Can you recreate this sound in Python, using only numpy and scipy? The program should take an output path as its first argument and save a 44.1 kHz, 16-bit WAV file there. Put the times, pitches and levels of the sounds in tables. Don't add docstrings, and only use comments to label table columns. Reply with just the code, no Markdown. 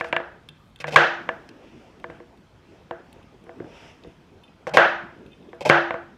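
import sys
import numpy as np
from scipy import signal
from scipy.fft import rfft, irfft
from scipy.io import wavfile
from scipy.ndimage import uniform_filter1d

SR = 44100
rng = np.random.default_rng(int(sys.argv[2]) if len(sys.argv) > 2 else 0)


def linear_from_db(decibels):
    return 10 ** (np.asarray(decibels, float) / 20)


def master_out(mix):
    frames = np.transpose(np.atleast_2d(mix))
    ceiling = np.clip(frames, -1, 1)
    pcm = np.round(ceiling * 32767).astype(np.int16)
    wavfile.write(sys.argv[1], SR, pcm)


N = 272317
T = np.arange(SR // 2) / SR

# (frequency [Hz], level [dB per Hz])
HUM_SPECTRUM = [(12, -30), (20, 9.5), (222, -1.5), (285, -11.5), (434, -15.5), (678, -17), (780, -16),
                (1030, -14), (1120, -16.5), (2530, -20.5), (2750, -28), (3160, -20.5), (16000, -48)]
# (time [s], effort [dB])
HAND_EFFORT = [(0, 8.5), (.55, -6.5), (.8, -8), (1.3, 10.5), (1.501, 5), (2.151, 2.5), (2.45, -3.5),
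               (2.899, 2), (3.3, 0.5), (3.7, 4.5), (4.3, -0.5), (4.649, 0), (5.2, 3), (5.6, 1.5), (6.17, 0)]
# (frequency [Hz], level [dB per Hz])
RUSTLE_SPECTRUM = [(60, -32.5), (150, 6), (350, 6), (700, -3.5), (1500, -13.0), (4000, -45.0)]
# (start [s], length [s], level [dB])
SLIDES = [
    (1.66, 0.22, -66),
    (2.13, .05, -69.5),
    (2.69, .08, -68),
    (3.13, 0.14, -72.5),
    (3.76, 0.14, -52.5),
    (4.07, 0.052, -67.5),
    (5.31, 0.025, -85),
]
# (frequency [Hz], level [dB per Hz])
RUB_SPECTRUM = [(410, -19.5), (700, 5.5), (847, -10), (920, 8), (1020, -12.5), (1210, -3), (1810, -4.5),
                (1990, -4.5), (2620, 0), (2990, -3.5), (3480, -8), (4170, -20), (5220, -11), (12000, -37),
                (15600, -72), (22000, -120)]
# (time [s], peak [dB], hollow body [dB], length [ms])
CRUNCHES = [(0.0004, -31.5, -2.5, 5.1), (.006, -40, -11, 25), (0.0404, -34, -17, 16), (0.057, -38, -6, 44),
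            (0.8017, -26.5, -16, 22), (0.8688, -27, -16, 18), (0.8801, -25, -0.5, 17),
            (0.907, -31.5, -6, 23), (.921, -24.5, -4.5, 44), (0.9334, -32, 11.5, 24),
            (.942, -23.5, -1.5, 6.4), (4.6696, -32, 10, 13), (4.6716, -41.5, 15, 25),
            (4.6908, -30.5, -15.5, 9), (4.709, -50.5, 15, 14.0), (4.7374, -18.5, 1.5, 42),
            (4.7431, -19, 7.5, 9.3), (4.757, -30.5, -6, 4), (4.764, -34, 10.5, 1.5),
            (5.6076, -26.5, 5.5, 14.4), (5.6214, -28, -5, 12.4), (5.6509, -18.5, 3.5, 38),
            (5.658, -27.5, 14.5, 11.3), (5.6723, -32, -10.5, 20), (5.692, -12.5, -11, 4)]
# (frequency [Hz], width [Hz], level [dB])
FLESH_MODES = [(605, 40, 8.5), (793, 86, 15), (2500, 330, 24), (3060, 1900, 23.5), (4900, 1300, 9),
               (7800, 3000, -35), (11000, 4000, -41)]
# (frequency [Hz], t60 [s])
KITCHEN_DECAY = [(120, 0.99), (330, 0.26), (870, 0.51), (2300, 0.47), (6000, 0.47), (12000, 0.13)]
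# (frequency [Hz], level [dB])
WALL_COLOUR = [(60, -39.5), (150, -31.5), (280, -24.5), (480, -1.5), (780, 1), (1050, -8), (1550, 5),
               (2100, -6), (3000, -7.5), (4500, -17), (7000, -22.5), (11000, -35), (15000, -61)]
# (time [s], peak [dB], contact [ms], echo [dB])
TAPS = [(0.0098, -10.5, 0.35, -11), (0.045, -21.5, 0.18, -24), (0.127, -10, 0.16, -6.5),
        (.13, -9.5, 0.43, -12), (0.1647, -7.5, 0.26, -16), (0.2015, -17.5, 0.56, -2),
        (0.842, -16, 0.2, -6.5), (0.8813, -19.5, 0.9, -10.5), (1.29, -10, 0.36, -12),
        (2.042, -19, 0.32, -17), (2.1001, -28.5, 0.29, -2.5), (2.202, -33.5, 0.35, -28),
        (2.91, -17, 0.48, -8), (3.467, -37, 0.21, -3), (3.4935, -28, 0.43, -15), (4.047, -36, 0.37, -6),
        (4.669, -16, 0.47, -4.5), (5.531, -29.5, 0.3, -6), (5.9075, -9.5, 0.53, -12),
        (5.9419, -13, 0.67, -6.5)]
# (frequency [Hz], level [dB], t60 [s])
BOARD_MODES = [(158, -27, 0.2), (270, -21, .08), (350, -10.5, 0.34), (479, -8, 0.28), (646, 0, 0.053),
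               (662, -4.5, 0.31), (765, 5, 0.046), (915, 4.5, 0.028), (1175, 9, 0.015), (1300, 4, 0.022),
               (1530, -7, 0.004), (1710, 17.5, 0.02), (1750, 3, 0.069), (2360, 8.5, 0.033),
               (2809, 5, 0.026), (3470, -4.5, 0.014), (3960, -12, 0.0055)]
# (frequency [Hz], level [dB], t60 [s])
COUNTER_MODES = [(163, -20, 0.2), (341, -3, 0.71), (483, -10, .25), (560, -2, .3), (572, 8, 0.11),
                 (726, -19.5, .3), (828.4, -7.5, .3), (1350, -16, .3), (1610, -11.5, 0.28)]
# (frequency [Hz], level [dB], t60 [s])
SNAP_MODES = [(1727, 26.5, 0.0042), (3800, 8.5, .0025), (7300, 4, 0.003)]
# (time [s], peak [dB], upper modes [dB], scratch [dB], damping by flesh or fingers [ratio])
TICKS = [(0.0702, -50, -19, 8, 2.6), (0.084, -49, 4, -7, .8), (0.488, -36.5, -2, 11, 2.4),
         (0.7597, -42.5, 1.5, 11.5, 5), (0.7885, -52, 2, 10.5, 5), (1.49, -52.5, -25.5, 24.5, 3.0),
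         (1.999, -52, -0.5, 11.5, 4), (2.1027, -53, -5, 10, 3.0), (2.3744, -62.5, 1, 17.5, 3.5),
         (3.1283, -70, 9, 37, 1), (3.228, -51, -4, 0.5, 2.5), (3.439, -61, 8, 12.5, 3.0),
         (4.0364, -49, -14.5, 12.5, 3.5), (4.073, -56.5, 5, 4.0, 2.9), (4.4354, -43.5, -3, 3, 0.92),
         (4.478, -48.5, -5.5, -11, 0.92), (4.555, -70, 11.5, 2.5, 1.7), (5.263, -54, 0, 12.5, 1.5),
         (5.305, -57, -14, -5, .8), (5.317, -49, -19, -6, 1.1), (5.331, -45, -16, -6, 1.1),
         (5.425, -53.5, -16, -5, 1.2), (5.4916, -48.5, -10, -6, 1.6), (5.545, -60, 9.5, 3, 2.5)]
# (frequency [Hz], level [dB], t60 [s])
BLADE_MODES = [(1950, -12, .03), (2536, -1, .06), (2832, -8, .04), (3063, -6, .05), (3560, -3, .06),
               (5000, -22, .05), (7305, -22, .045), (8800, -22, .05), (9625, -16, .07), (10500, -16, .055)]
# (start [s], length [s], level [dB])
PRESSES = [
    (.12, .04, -47.5),
    (.49, .01, -50),
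    (.825, .11, -40.5),
    (.96, .02, -30),
    (4.705, .02, -37.5),
    (4.775, 0.012, -37.5),
    (5.64, 0.017, -36),
    (5.7, .02, -29),
]
# (frequency [Hz], level [dB per Hz])
FLEX_SPECTRUM = [(90, -44.0), (130, 2.5), (152, 12.5), (175, -2.0), (260, -48.0)]
# (start [s], length [s], level [dB])
SCUFFS = [
    (.6, 0.1, -65.5),
]
# (frequency [Hz], level [dB per Hz])
SCUFF_SPECTRUM = [(700, -29.5), (1000, -2), (1200, 1.0), (1450, -9), (2200, -30)]
# (time [s], peak [dB], contact [ms], tilt [dB per octave])
CHOPS = [
    (0.9598, 2.5, 0.15, -1.5),
    (4.771, 2.5, 0.28, 0),
    (5.698, 2.5, 0.68, 8),
]
# (time [s], peak [dB], contact [ms])
THUDS = [
    (1.52, -47, 1.1),
    (3, -39.5, 0.82),
    (3.161, -40, 1.7),
    (3.6019, -23.5, 1.24),
    (3.62, -33, 3),
    (3.644, -27, 1.95),
    (3.664, -41, 0.78),
    (4.08, -59, 1.3),
    (5.258, -37.5, 1.8),
]


def evened(x):
    return x / np.sqrt(np.mean(x ** 2) + 1e-20)


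def read(points, hz):
    f, value = np.transpose(points)
    return np.interp(np.log(hz + 1), np.log(f + 1), value)


def add(mix, s, sound):
    part = mix[max(round(s * SR), 0):][:len(sound)]
    part += sound[:len(part)]


def filtered(x, order, hz, kind="low"):
    return signal.lfilter(*signal.butter(order, np.asarray(hz) / SR * 2, kind), x)


def smoothed(x, rows, columns):
    return uniform_filter1d(uniform_filter1d(x, size=rows, axis=0), size=columns, axis=1)


def noise(spectrum, patchy_db):
    frames, hz = N // 256 + 5, np.fft.rfftfreq(1024, 1 / SR)
    real, imaginary, patches = rng.standard_normal((frames, 513, 3)).T
    patches = evened(smoothed(patches, 10, 10))
    level_db = read(spectrum, hz)[:, None] + patchy_db * patches
    z = (real + 1j * imaginary) * linear_from_db(level_db)
    return evened(signal.istft(z, nperseg=1024, noverlap=768)[1][:N])


def strokes(rows, rise_db_s, fall_db_s):
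    t = np.arange(N) / SR
    gain = np.zeros(N)
    for s, length, db in rows:
        before, after = np.maximum(s - t, 0), np.maximum(t - s - length, 0)
        gain += linear_from_db(db - rise_db_s * before - fall_db_s * after)
    return gain


def effort():
    return np.interp(np.arange(N) / SR, *np.transpose(HAND_EFFORT))


def hum():
    return linear_from_db(-54.5) * noise(HUM_SPECTRUM, patchy_db=2.0)


def rustle():
    return linear_from_db(-54.5 + effort()) * noise(RUSTLE_SPECTRUM, patchy_db=4.0)


def rub():
    faint = linear_from_db(-68.5 + 0.97 * effort())
    slides = strokes(SLIDES, rise_db_s=139.5, fall_db_s=243)
    return (faint + slides) * noise(RUB_SPECTRUM, patchy_db=1.5)


def crunch(cells_per_s, spread_db):
    crisp_top_db, crisp_edge_hz = 6, 9000
    out, t = np.zeros(N), T[:3000]
    hz, width, db = np.transpose(FLESH_MODES)[:, :, None]
    decay = np.exp(-np.pi * width * t[:600])
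    rings = linear_from_db(db) * decay * np.sin(2 * np.pi * hz * t[:600]) * np.sqrt(width)
    hollow_ring = rings[:2].sum(0)
    crisp_ring = rings[2:4].sum(0) + linear_from_db(crisp_top_db) * rings[4:].sum(0)
    draws = rng.random((len(CRUNCHES), 3, 3000))
    for (s, db, body_db, length_ms), (chance, sign, size) in zip(CRUNCHES, draws):
        bursts = (chance < cells_per_s / SR) * np.sign(sign - .5)
        cells = bursts * linear_from_db(-spread_db * np.log(size + 0.021))
        cells *= np.exp(-(t * 1000 / length_ms) ** 3) + .04 * np.exp(-t / .009)
        hollow = signal.fftconvolve(cells, hollow_ring)
        crisp = filtered(signal.fftconvolve(cells, crisp_ring), 1, crisp_edge_hz)
        add(out, s, linear_from_db(db) * (crisp / abs(crisp).max() + linear_from_db(body_db) * hollow / abs(hollow).max()))
    return out


def tile_bounce(near):
    delay_ms, level_db = 1.908, -9.5
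    return linear_from_db(level_db) * np.roll(near, round(delay_ms * SR / 1000))


def kitchen_echo(x):
    taps = np.zeros(SR)
    at = np.arange(260, SR - 20, 14)
    taps[at + rng.integers(0, 14, len(at))] = rng.choice([-1., 1.], len(at))
    hz, t, z = signal.stft(taps, SR, nperseg=256)
    clumps = evened(smoothed(rng.standard_normal(z.shape), 8, 3))
    decay_db = 60 * t / read(KITCHEN_DECAY, hz)[:, None]
    level_db = read(WALL_COLOUR, hz)[:, None] - decay_db + 1.8 * clumps
    tail = signal.istft(z * linear_from_db(level_db), SR, nperseg=256)[1]
    return signal.fftconvolve(x, tail / np.linalg.norm(tail))[:N]


def ring(modes, place_db, damping=1):
    hz, db, t60 = np.transpose(modes)[:, :, None]
    sign = (-1.) ** np.arange(len(modes))[:, None]
    swell = 1 - np.exp(-T * hz * 4.7)
    level = linear_from_db(db + place_db[:, None] - 60 * damping * T / t60)
    return (sign * swell * level * np.sin(2 * np.pi * hz * T)).sum(0)


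def contacts(length_ms, draw):
    patter = draw * np.exp(-np.arange(len(draw)) / SR * 1000 / max(length_ms, .1))
    return np.r_[1., patter[1:]]


def tilted(x, tilt_db):
    hz = np.fft.rfftfreq(2048, 1 / SR)
    octaves = np.log2(np.clip(hz, 350, 5000) / 1000)
    return np.roll(irfft(rfft(x, 2048) * linear_from_db(tilt_db * octaves)), 64)


def knock(contact_ms, roll_ms, tilt_db, counter_db, draw):
    u = T[:200] * 1000 / (0.26 * np.clip(contact_ms, .05, 3))
    force = u * np.exp(-u)
    rolls = 0.67 * draw[:900] * (draw[900:1800] > 1.9)
    blows = np.convolve(force / force.sum(), contacts(roll_ms, rolls))
    hz = np.array(BOARD_MODES)[:, 0]
    place_db = 2.0 * draw[-len(BOARD_MODES):] + tilt_db * np.log2(hz / 1000) * (hz > 300)
    damping = 1 + 2.6 * contact_ms ** 2
    body = ring(BOARD_MODES, place_db, damping)
    body += linear_from_db(counter_db) * ring(COUNTER_MODES, .5 * draw[-len(COUNTER_MODES):])
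    body += ring(SNAP_MODES, np.full(len(SNAP_MODES), 0.43 * tilt_db))
    sound = signal.fftconvolve(body, blows)
    return sound / abs(sound).max(), tilted(force / np.linalg.norm(force), 0.47 * tilt_db)


def knocks(table, counter_db, send_db):
    near, far = np.zeros((2, N))
    draws = rng.standard_normal((len(table), 1900))
    for (s, db, contact_ms, roll_ms, echo_db, tilt_db), draw in zip(table, draws):
        sound, blows = knock(contact_ms, roll_ms, tilt_db, counter_db, draw)
        add(near, s, linear_from_db(db) * sound)
        add(far, s, linear_from_db(db + echo_db + send_db) * blows)
    return near, far


def light_knocks(table):
    near, far = knocks(table, counter_db=-43.5, send_db=8)
    return near, filtered(far, 2, 3200)


def taps():
    roll_ms, tilt_db, tilt_per_db = 0.5, -1.55, 0.5722
    return light_knocks([(s, db, ms, roll_ms, echo_db, tilt_db + tilt_per_db * (db + 18.5))
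                         for s, db, ms, echo_db in TAPS])


def blade():
    out, upper = np.zeros(N), np.array(BLADE_MODES)[:, 0] > 4000
    draws = rng.standard_normal((len(TICKS), 800))
    for (s, db, upper_db, scratch_db, damping), draw in zip(TICKS, draws):
        scrape = contacts(2.4, .5 * draw[:700])
        place_db = upper_db * upper + 1.2 * draw[-len(BLADE_MODES):]
        steel = signal.fftconvolve(ring(BLADE_MODES, place_db, max(damping, .5)), scrape)
        dull = filtered(scrape, 2, [1800, 4500], "band")
        bright = filtered(scrape, 2, [4500, 11000], "band")
        scratch = dull + linear_from_db(upper_db - 15.0) * bright
        add(out, s, linear_from_db(db - 1.0) * steel / abs(steel).max())
        add(out, s, linear_from_db(db - 8.0 + scratch_db) * scratch / abs(scratch).max())
    return out


def flexing_board():
    flex_hz, roughness = 150.3, .35
    tone = np.sin(2 * np.pi * flex_hz * np.arange(N) / SR)
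    rough = roughness * noise(FLEX_SPECTRUM, patchy_db=-3.5)
    press = strokes(PRESSES, rise_db_s=595, fall_db_s=223.5) * (tone + rough)
    return filtered(press, 2, [135, 168], "band")


def scuff():
    return strokes(SCUFFS, 400, 400) * noise(SCUFF_SPECTRUM, patchy_db=1.5)


def chops():
    roll_ms, echo_db = 3.83, 0.96
    table = [(s, db, ms, roll_ms, echo_db, tilt_db) for s, db, ms, tilt_db in CHOPS]
    return knocks(table, counter_db=-14, send_db=13)


def thuds():
    roll_ms, echo_db, tilt_db = 2.1, -3.5, -11
    return light_knocks([(s, db, ms, roll_ms, echo_db, tilt_db) for s, db, ms in THUDS])


def scene():
    floor = hum() + rustle() + rub() + flexing_board() + scuff()
    cells, steel = crunch(cells_per_s=5500, spread_db=3.5), blade()
    taps_near, taps_far = taps()
    chops_near, chops_far = chops()
    thuds_near, thuds_far = thuds()
    near = linear_from_db(4.0) * chops_near + taps_near + thuds_near + cells + steel
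    far = chops_far + taps_far + thuds_far + linear_from_db(-14.5) * cells + linear_from_db(-12.5) * steel
    hits = near + tile_bounce(near) + kitchen_echo(far)
    hits = filtered(hits, 3, 130, "high")
    return (hits + floor)[None]


def low_pass(x):
    return signal.sosfilt(signal.butter(12, 16310, fs=SR, output="sos"), x)


def record(dry):
    power_db = 10 * np.log10(abs(uniform_filter1d(dry[0] ** 2, size=300)) + 1e-12)
    fall = np.arange(N) * 180.0 / SR
    held_db = np.maximum.accumulate(power_db + fall) - fall
    over_db = np.maximum(held_db + 15, 0)
    slow_db = signal.lfilter([.0025], [1, -.9975], over_db)
    ducked = dry / linear_from_db(0.22 * slow_db)
    clipped = ducked / (1 + abs(ducked) ** 12) ** (1 / 12)
    clipped = signal.sosfilt(signal.butter(12, 15300 / SR * 2, output="sos"), clipped)
    clipped = filtered(clipped, 2, 55, "high")
    return low_pass(clipped)


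dry = scene()
out = record(dry)
master_out(out)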